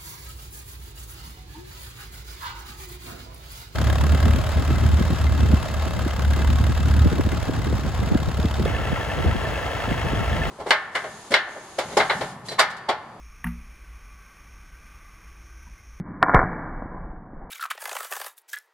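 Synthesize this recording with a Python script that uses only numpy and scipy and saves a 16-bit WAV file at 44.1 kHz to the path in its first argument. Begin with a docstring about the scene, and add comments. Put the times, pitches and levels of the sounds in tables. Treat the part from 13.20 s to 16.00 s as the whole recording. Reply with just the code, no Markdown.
"""One knock against a hand-held camera: a hard double clack of its casing and a low thump of its mount.
The hand keeps the mount rumbling, and two faint taps come near the end.
Behind this, beside a crocodile pool, are a steady outdoor hiss and a thin insect-like buzz.
The recorder holds each sample at a low rate, which mirrors everything into the treble."""
import sys
import numpy as np
from scipy.fft import rfft, irfft, next_fast_len
from scipy.io import wavfile
from scipy.ndimage import map_coordinates

SR = 44100
rng = np.random.default_rng(int(sys.argv[2]) if len(sys.argv) > 2 else 0)


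def int16_out(signal):
    """Quantize to a 16-bit WAV file."""
    q = np.round(np.clip(np.atleast_2d(signal).T, -1, 1) * 32767)
    wavfile.write(sys.argv[1], SR, q.astype(np.int16))


N = 123479

# The quick contacts that make up the knock: start_s, level_db, brightness_db_per_octave
CONTACTS = [(0.2423, -21.5, -0.5), (.2466, -36, -3), (0.2664, -29, -7.5), (0.2707, -30.5, 5.5)]
# The tones of the struck casing: pitch_hz, relative_db, fade_s (time to fall by 60 dB)
CASING_TONES = [(720, -18, .06), (905, -13, .06), (1130, -9, .045), (1290, -6, .04), (1560, -11, .035),
                (1755, -3, .03), (1965, -3, .028), (2110, -5, .028), (2330, -16, .045), (2520, -18, .045),
                (2765, -16, .035), (3570, -30, .03)]
# The tone colour of a contact's crack: pitch_hz, relative_db
CRACK_COLOUR = [(300, -48), (620, -31), (850, -11), (1250, 6.5), (1500, -0.5), (2000, 3.5), (2400, -6),
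                (3000, -15.5), (4000, -25), (5900, -30)]
# Shoves that set the mount ringing: start_s, level_db
SHOVES = [(0.2439, -29), (0.2606, -29), (2.46, -53.5)]
# The low tones of the mount: pitch_hz, relative_db, fade_s
MOUNT_TONES = [(59.86, -3.5, 0.71), (170.8, 1, 0.29), (234.2, -0.5, 0.32)]
# How loud the hand's rumble is: time_s, level_db
RUMBLE_LEVEL = [(0, -46.5), (.6, -46.5), (.85, -46), (1.1, -55.5), (1.42, -42), (1.62, -51.5), (1.9, -48),
                (2.25, -44.5), (2.55, -43.5), (2.8, -45.5)]
# The tone colour of the rumble: pitch_hz, relative_db
RUMBLE_COLOUR = [(12, -28), (24, -7.5), (32, -2.5), (45, -3), (58, 5.5), (66, -6.5), (80, -19.5),
                 (120, -24), (300, -58)]
# Faint taps: peak_s, level_db, pitch_hz, length_s
TAPS = [(2.478, -59, 960, .024), (2.592, -57, 2100, .024)]
# How the outdoor hiss rises and falls: time_s, relative_db
HISS_LEVEL = [(0, -56.5), (.5, -54.5), (.98, -54), (1.6, -54), (2.05, -53.5), (2.34, -55.5), (2.8, -56.5)]
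# The tone colour of the hiss: pitch_hz, relative_db
HISS_COLOUR = [(40, 12.5), (130, 4), (220, 1.5), (320, -1.5), (400, -4.5), (700, -7), (950, -4), (1300, 0),
               (1750, -3.5), (2000, 1.5), (2450, 0), (2750, -9), (3200, -8.5), (3900, -15.5), (5000, -15),
               (5900, -12)]
# Narrow ringing bands in the hiss: pitch_hz, width_hz, base_db, peak_s, length_s, rise_db
HISS_RINGS = [(1137, 107, -67, 0.945, 0.33, 10.5), (1184, 130, -69.5, 1.86, 0.89, 7.5),
              (1546, 124, -67.5, 1.8, 1.6, 5.5), (2400, 270, -66, 0.77, 1.8, 3.5),
              (331.6, 18, -83.5, 2.28, 0.61, 15.5)]
# How the whole buzz rises and falls: time_s, relative_db
BUZZ_LEVEL = [(0, -61), (.6, -65), (1, -63), (2.1, -63.5), (2.45, -63), (2.8, -63.5)]
# The tone colour of the noise in the buzz: pitch_hz, relative_db
BUZZ_COLOUR = [(4000, -50), (5120, -26), (5330, -3), (5600, 0), (5990, -1)]
# Shrill tones in the buzz: pitch_hz, relative_db, extra_db
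BUZZ_TONES = [(5215, -24, 10), (5356, -15, 3), (5462, -16, 0), (5512, -5, -1), (5582, -13, 1),
              (5678, -14, 6), (5702, -14, 3), (5823, -14, 12)]
# How much of their extra_db the shrill tones get: time_s, share (0 to 1)
BUZZ_SWELL = [(0, 0), (1.9, 0), (2.4, 1), (2.8, .9)]
# The tone colour of each channel's own noise: pitch_hz, relative_db
CHANNEL_COLOUR = [(30, -15), (200, 3), (500, 13), (1200, -9), (2000, -22.5), (3000, 7), (4500, 12.5),
                  (5600, -7), (5990, -5)]

CONTACT_RISE_S, TILT_PIVOT_HZ, CASING_DB = 0.00034, 1500, -4
CRACK_DB, CRACK_FADE_S = -8, .02
ECHO_DB, ECHO_FADE_S = -19.5, 0.28
MOUNT_RISE_S, MOUNT_HUM_DB = 0.0051, -71
HISS_BOOST_DB, RING_WAVER_DB = 1.5, 2
BUZZ_NOISE_DB, BUZZ_DRIFT_HZ, BUZZ_FLUTTER_DB = 8.5, 5.09, 1.5
CHANNEL_NOISE_DB, HOLD_HZ, TOP_HZ = -77.5, 12000, 15350


def clack():
    """Each contact rings the casing, makes a sharp crack and leaves a short echo."""
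    onset = 1 - np.exp(-(np.arange(N) / SR / CONTACT_RISE_S) ** 2)
    out = np.zeros(N)
    for start_s, db, tilt in CONTACTS:
        # The tilt makes this contact brighter or duller.
        tones = [(hz, level + tilt * np.log2(hz / TILT_PIVOT_HZ), fade_s)
                 for hz, level, fade_s in CASING_TONES]
        colour = [(hz, level + tilt * np.log2(hz / TILT_PIVOT_HZ)) for hz, level in CRACK_COLOUR]
        crack = noise(colour) * (gain(CRACK_DB) * fade(CRACK_FADE_S) + gain(ECHO_DB) * fade(ECHO_FADE_S))
        # Neighbouring tones swing opposite ways.
        casing = ring(tones[::2], scatter_db=.5) - ring(tones[1::2], scatter_db=2.0)
        out += delayed(gain(db) * onset * (gain(CASING_DB) * casing + crack), start_s)
    return out


def thump():
    """Each shove shakes the mount, whose three low tones ring on."""
    onset = 1 - np.exp(-np.arange(N) / SR / MOUNT_RISE_S)
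    return sum(delayed(gain(db) * onset * ring(MOUNT_TONES, scatter_db=2.4), start_s)
               for start_s, db in SHOVES)


def hand_rumble():
    """The hand keeps the mount rumbling and makes its second tone hum faintly."""
    rumble = gain(curve(RUMBLE_LEVEL)) * noise(RUMBLE_COLOUR)
    hum = gain(MOUNT_HUM_DB) * narrow_noise(MOUNT_TONES[1][0], width_hz=26)
    return rumble + hum


def taps():
    """Soft, short, pitched blips that barely stand out from the hiss."""
    return sum(gain(db) * swell(peak_s, length_s) * narrow_noise(hz, width_hz=170)
               for peak_s, db, hz, length_s in TAPS)


def hiss():
    """Steady outdoor hiss in which a few ringing bands swell and waver."""
    rings = np.zeros(N)
    for hz, width_hz, base_db, peak_s, length_s, rise_db in HISS_RINGS:
        ring_db = base_db + rise_db * swell(peak_s, length_s) + RING_WAVER_DB * wobble(per_s=4.63)
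        rings += gain(ring_db) * narrow_noise(hz, width_hz)
    hiss_db = curve(HISS_LEVEL) + HISS_BOOST_DB + .3 * wobble(per_s=8.94)
    return gain(hiss_db) * noise(HISS_COLOUR) + rings


def buzz():
    """A thin high buzz, like insects: shrill tones drift and flutter in a band of noise."""
    share = curve(BUZZ_SWELL)
    tones = np.zeros(N)
    for hz, db, extra_db in BUZZ_TONES:
        tone_db = db + extra_db * share + BUZZ_FLUTTER_DB * wobble(per_s=20)
        pitch_hz = hz + BUZZ_DRIFT_HZ * wobble(per_s=20)
        tones += gain(tone_db) * normalise(np.sin(2 * np.pi * np.cumsum(pitch_hz) / SR))
    return gain(curve(BUZZ_LEVEL)) * (tones + gain(BUZZ_NOISE_DB) * noise(BUZZ_COLOUR))


def gain(db):
    """Turn decibels into a number to multiply by."""
    return 10 ** (np.asarray(db) / 20)


def normalise(x):
    """Scale a signal to an average strength (rms) of 1."""
    return x / np.sqrt(np.mean(x ** 2) + 1e-20)


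def curve(points):
    """Join (time_s, value) points with straight lines, giving one value per sample."""
    return np.interp(np.arange(N) / SR, *np.transpose(points))


def wobble(per_s):
    """A smooth curve through per_s random values each second."""
    return map_coordinates(rng.standard_normal(N // 100), [np.arange(N) * per_s / SR], mode="mirror")


def swell(peak_s, length_s):
    """A bell-shaped rise and fall around peak_s."""
    return np.exp(-(2 * (np.arange(N) / SR - peak_s) / length_s) ** 2)


def fade(fade_s):
    """Die away by 60 dB every fade_s seconds."""
    return np.exp(-np.log(1000) * np.arange(N) / SR / fade_s)


def ring(tones, scatter_db):
    """Fading tones, each a little stronger or weaker from blow to blow."""
    t = np.arange(N) / SR
    return sum(gain(db + scatter_db * rng.normal()) * fade(fade_s) * np.sin(2 * np.pi * hz * t)
               for hz, db, fade_s in tones)


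def delayed(x, start_s):
    """Make a sound begin at start_s."""
    return np.pad(x, (round(start_s * SR), 0))[:N]


def filtered(x, response):
    """Turn each frequency f in a sound up or down by response(f)."""
    size = next_fast_len(N + SR // 2)
    return irfft(rfft(x, size) * response(np.fft.rfftfreq(size, 1 / SR)), size)[:N]


def noise(colour):
    """Noise of strength 1, shaped by (pitch_hz, relative_db) points."""
    hz, db = np.transpose(colour)
    response = lambda f: gain(np.interp(np.log(f + 1), np.log(hz + 1), db))
    return normalise(filtered(rng.standard_normal(N), response))


def narrow_noise(hz, width_hz):
    """Noise of strength 1, gathered closely around one pitch."""
    return normalise(filtered(rng.standard_normal(N), lambda f: 1 / (1 + ((f - hz) / width_hz * 2) ** 2)))


def scene():
    """One microphone feeds both channels; each adds a trace of its own noise."""
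    mono = clack() + thump() + taps() + hand_rumble() + hiss() + buzz()
    return np.array([mono + gain(CHANNEL_NOISE_DB) * noise(CHANNEL_COLOUR) for _ in range(2)])


def record(dry):
    """Holding each sample mirrors the sound below half of HOLD_HZ into the treble, up to TOP_HZ."""
    low_bands = [filtered(x, lambda f: f < HOLD_HZ / 2) for x in dry]
    mirror = 1 + 2 * np.cos(2 * np.pi * HOLD_HZ * np.arange(N) / SR)
    soften_treble = lambda f: np.sinc(f / HOLD_HZ) * (f < TOP_HZ)
    return np.array([filtered(x * mirror, soften_treble) for x in low_bands])


dry = scene()
out = record(dry)
int16_out(out)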